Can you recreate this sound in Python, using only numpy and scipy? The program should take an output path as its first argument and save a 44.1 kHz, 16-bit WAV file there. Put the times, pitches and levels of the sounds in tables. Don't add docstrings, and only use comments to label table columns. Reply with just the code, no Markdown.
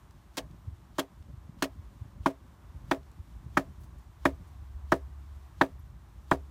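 import sys
import numpy as np
from scipy import signal
from scipy.fft import rfft, irfft
from scipy.io import wavfile

SR = 44100
rng = np.random.default_rng(int(sys.argv[2]) if len(sys.argv) > 2 else 0)


def volts_from_decibels(level):
    exponent = np.asarray(level, float) / 20
    return 10 ** exponent


def master(y):
    cut = np.clip(np.atleast_2d(y).T, -1, 1)
    pcm = np.round(cut * 32767)
    wavfile.write(sys.argv[1], SR, pcm.astype(np.int16))


N = 286694

# bending ring level/dB,
# bright knock level/dB, crack level/dB
BLOWS = [(0.375, -37.5, -8, -17, -11), (0.985, -25, -7, 3, -31), (1.623, -21, -21, 1, -13),
         (2.26, -11.5, -21, -4, -22), (2.913, -16, -10, -0.5, -11.5), (3.571, -12.5, -18, 1, -13.5),
         (4.254, -13, -12, 0, -13), (4.921, -10, -15.5, -2, -26.5), (5.612, -11, -13.5, -0.5, -14.5),
         (6.314, -9.5, -17, -4.5, -26)]
# f/Hz, relative density level/dB per Hz
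CRUSH_SPECTRUM = [(880, 0.5), (1500, -4), (2510, -5), (3180, 0.5), (3520, -3), (6560, -7), (10300, -13),
                  (13800, -14), (16000, -17)]


def rms_one(x):
    return x / np.sqrt(np.mean(x ** 2) + 1e-20)


def in_time(rows):
    s, *columns = np.transpose(rows)
    return [np.interp(np.arange(N) / SR, s, column) for column in columns]


def coloured(spectrum):
    hz, level_db = np.transpose(spectrum)
    bins_hz = np.maximum(np.arange(N // 2 + 1) * SR / N, 1)
    shape = volts_from_decibels(np.interp(np.log(bins_hz), np.log(hz), level_db, left=-120, right=-120))
    white = rng.standard_normal(N)
    return rms_one(irfft(rfft(white) * shape, N))


def drift(rate_hz):
    r = np.exp(-2 * np.pi * rate_hz / SR)
    white = rng.standard_normal(N + SR)
    return rms_one(signal.lfilter([1], [1, -2 * r, r * r], white)[SR:])


def clicks(times, gains):
    out = np.full(N, 1e-18)
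    at = np.round(np.asarray(times) * SR).astype(int)
    np.add.at(out, np.clip(at, 0, N - 1), gains)
    return out


def ring(x, hz, t60):
    r, w = volts_from_decibels(-60 / (t60 * SR)), 2 * np.pi * hz / SR
    return signal.lfilter([0, np.sin(w)], [1, -2 * r * np.cos(w), r * r], x)


def dying(x, t60, rise_s):
    r, q = volts_from_decibels(-60 / (t60 * SR)), np.exp(-1 / (rise_s * SR))
    decay = signal.lfilter([1], [1, -r], x)
    return signal.lfilter([1 - q], [1, -q], decay)


def road(slow):
    spectrum = [(180, -70), (300, -2), (365, -4), (457, -10), (507, -14), (662, -8), (1080, -4.5),
                (1510, -13), (3500, -28.5), (4550, -85), (7700, -120)]
    level_db = -66 + 0.63 * slow + 0.8 * drift(6)
    return volts_from_decibels(level_db) * coloured(spectrum)


def leaves(slow):
    spectrum = [(1470, 2), (2500, -4), (3600, -2), (4950, -6.5), (5310, -5), (9660, -8.5), (10400, -13),
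                (12000, -7), (12400, -12.5), (15200, -9), (16000, -81.5)]
    level_db = -72.5 + 0.6 * slow + 0.5 * drift(6.8)
    return volts_from_decibels(level_db) * coloured(spectrum)


def background():
    slow = drift(0.46)
    return road(slow) + leaves(slow)


def hum():
    # t/s, rms level/dB
    levels = [(3.2, -67), (3.4, -53), (3.65, -54), (3.95, -73), (4.29, -44), (4.46, -56.5), (4.6, -45),
              (5.0, -43.5), (5.39, -47.5), (5.62, -62), (5.78, -48.5), (6.12, -66), (6.38, -41), (6.5, -48)]
    order_hz = 69.5
    phase = 2 * np.pi * order_hz * np.arange(N) / SR + 0.25 * drift(1.3)
    return np.sqrt(2) * volts_from_decibels(in_time(levels)[0]) * np.sin(phase)


def wind():
    # t/s, rumble level/dB before the random lumps
    gusts = [(0.0, -61.5), (0.16, -53), (0.33, -60.5), (0.45, -46.5), (0.83, -58), (1.3, -52.5),
             (2.19, -51), (2.55, -57), (2.86, -44), (3.1, -55), (3.51, -48.5), (4.25, -48), (5.34, -49),
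             (6.5, -52.5)]
    # t/s, level/dB relative to the rumble, before its flicker
    flutter = [(0.0, -9), (2.5, -10), (3.5, -14.5), (4.8, -21.5), (6.5, -13.5)]
    # f/Hz, relative density level/dB per Hz
    spectrum = [(15, -57), (25, -36.5), (53, 2.5), (73, -3.5), (141, -6.5), (184, -7), (367, -19.5),
                (460, -34.5), (600, -20), (780, -74), (1320, -120)]
    # t/s, level/dB of the broad pulse, f/Hz
    buffets = [(0.683, -28.5, 88), (0.731, -35, 72), (1.208, -36.5, 70), (1.342, -37, 103),
               (1.381, -39, 78), (1.496, -35.5, 156), (1.795, -34.5, 76), (2.02, -30.5, 91),
               (2.061, -40, 111), (2.209, -34, 76.5), (2.749, -39, 119), (2.844, -40, 99),
               (3.203, -34.5, 72), (3.361, -39, 68.5), (3.465, -34.5, 105), (3.675, -36.5, 70.4),
               (4.761, -34, 63), (5.797, -39.5, 86.5)]
    (rumble_db,), (flutter_db,) = in_time(gusts), in_time(flutter)
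    noise = coloured(spectrum)
    low = signal.sosfiltfilt(signal.butter(2, 110, fs=SR, output="sos"), noise)
    lumps_db, flicker_db = 3 * drift(14), 3 * drift(25)
    rumbling = volts_from_decibels(lumps_db) * rms_one(low)
    fluttering = volts_from_decibels(flutter_db + lumps_db + flicker_db) * rms_one(noise - low)
    out = volts_from_decibels(rumble_db) * (rumbling + fluttering)
    t = np.arange(N) / SR
    phases = rng.uniform(0, 2 * np.pi, len(buffets))
    for (s, level_db, hz), phase in zip(buffets, phases):
        near = slice(int((s - 0.1) * SR), int((s + 0.1) * SR))
        cycles = (t[near] - s) * hz
        pulse = np.exp(-(cycles / 0.73) ** 2) + 0.27 * np.exp(-(cycles / 0.12) ** 2)
        out[near] += volts_from_decibels(level_db) * pulse * np.cos(2 * np.pi * cycles + phase)
    return out


def twigs():
    # t/s, drive level/dB, f/Hz, t60/s of the burst
    tick_table = [(0.109, -56, 5000, 0.01), (0.511, -58, 5000, 0.0085), (1.85, -70, 5000, .02),
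                  (1.225, -61, 4000, .015), (1.589, -61, 3500, 0.012), (3.03, -64.5, 4000, 0.021),
                  (3.116, -58, 8540, 0.0086), (3.80, -66.5, 11200, 0.2), (3.834, -64, 8050, 0.052),
                  (3.98, -69, 8000, 0.068), (4.47, -69, 9040, 0.09)]
    noise, out = rng.standard_normal(N), 0
    for s, drive_db, hz, t60 in tick_table:
        burst = dying(clicks([s], volts_from_decibels(drive_db)), t60, rise_s=t60 / 25) * noise
        out = out + ring(burst, hz, 3.6 / hz)
    return out


def squeak():
    # t/s of its start, peak level/dB, f/Hz, length/s
    squeak_table = [(5.7912, -65.5, 11698.5, 0.014)]
    s, level_db, hz, length = squeak_table[0]
    t = np.arange(N) / SR
    envelope = np.exp(-((t - s - length / 2) / (length / 2)) ** 4)
    return volts_from_decibels(level_db) * envelope * np.sin(2 * np.pi * hz * t + 0.8 * drift(150))


def noise_before_blows():
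    t = np.arange(N) / SR
    envelope = 0
    for at in np.transpose(BLOWS)[0]:
        envelope = envelope + np.exp(-((t - at + 0.0092) / 0.032) ** 2) * (t < at)
    return volts_from_decibels(-67.0) * envelope * coloured(CRUSH_SPECTRUM)


def scatter():
    # f/Hz, relative density level/dB per Hz
    spectrum = [(260, -35.5), (450, -9.5), (664, -0.5), (782, -15.5), (1260, -18.5), (1490, -31.5),
                (1650, -20), (2910, -32), (9070, -39.5), (16000, -44)]
    s, knock_db = np.transpose(BLOWS)[:2]
    blows = clicks(s, volts_from_decibels(0.2 * knock_db))
    near = volts_from_decibels(-27.5) * dying(blows, 0.13, rise_s=0.0049)
    far = volts_from_decibels(-47.0) * dying(blows, 0.11, rise_s=0.012)
    grain = volts_from_decibels(1.8 * drift(200))
    return (near + far) * grain * coloured(spectrum)


def echoes(x):
    # delay t/ms, relative level/dB before dulling
    arrivals = [(3.7, -3), (6.4, -10.5), (11.0, -20.5), (21.0, -26), (34.0, -35.5)]
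    dull = signal.lfilter([0.6], [1, -0.4], x)
    samples = np.arange(N)
    out = x
    for delay_ms, level_db in arrivals:
        out = out + volts_from_decibels(level_db) * np.interp(samples - delay_ms * SR / 1000, samples, dull)
    return out


def splinters():
    # t/s, drive level/dB
    cracks = [(0.3698, -33), (0.3784, -32.5), (0.9827, -35.5), (0.9916, -28.5), (1.6231, -29),
              (1.6382, -35), (2.2596, -35), (2.9114, -35), (3.5718, -33.5), (4.253, -32), (4.9188, -34.5),
              (5.6119, -36), (6.3115, -35.5)]
    s, drive_db = np.transpose(cracks)
    envelope = dying(clicks(s, volts_from_decibels(drive_db)), t60=0.042, rise_s=0.00061)
    crackle = volts_from_decibels(2.9 * drift(360) + 1.3 * drift(1500))
    return envelope * coloured(CRUSH_SPECTRUM) * crackle


def peg():
    # f/Hz, relative level/dB, t60/s
    modes = [(137.2, -10, 0.07), (196.3, -8, 0.062), (273, -2, 0.13), (345.7, -1, 0.086),
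             (393.5, 3.5, 0.14), (426, -16, 0.2), (496.2, -11.5, 0.148), (591, -3, .1), (667, 1, 0.13),
             (734, -6.5, 0.03), (805, -6, 0.045), (951, 2, 0.057), (1179.6, -4, 0.041), (1290, -4.5, 0.021),
             (1439, -6, 0.018), (1755, 0.5, 0.0127), (1880, -32.5, 0.05), (2248, -12.5, 0.0083),
             (2360, 3.5, 0.0076), (2650, -2, 0.0068), (3116, -3.5, 0.016), (3630, 2, 0.0061),
             (1017, -12, 0.044)]
    colour_hz = [150, 300, 640, 1050, 1800, 3000]
    s, knock_db, bend_db, bright_db, crack_db = np.transpose(BLOWS)
    thump_db = -23.0 + (0.33 - 1) * knock_db
    colour = np.transpose([0 * s, thump_db, bend_db, 0 * s, bright_db, crack_db])
    uneven_db = 2.2 * rng.standard_normal((len(s), len(modes)))
    out = 0
    for k, (hz, level_db, t60) in enumerate(modes):
        tilt_db = [np.interp(np.log(hz), np.log(colour_hz), row) for row in colour]
        late_s = max(1.203 / hz - 0.0022, -0.0006)
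        late_s += 0.0031 * (hz > 1400)
        strength = volts_from_decibels(knock_db + tilt_db + level_db + uneven_db[:, k])
        sign = (-1) ** k
        out = out + sign * ring(clicks(s + late_s, strength), hz, t60)
    return out


def scene():
    surroundings = background() + hum() + wind() + twigs() + squeak()
    blows = noise_before_blows() + scatter() + echoes(splinters() + peg())
    return (surroundings + blows)[None]


def low_pass(x):
    return signal.sosfilt(signal.butter(12, 16820, fs=SR, output="sos"), x)


def record(dry):
    mix = signal.sosfilt(signal.butter(2, 40, "high", fs=SR, output="sos"), dry)
    return low_pass(mix)


dry = scene()
out = record(dry)
master(out)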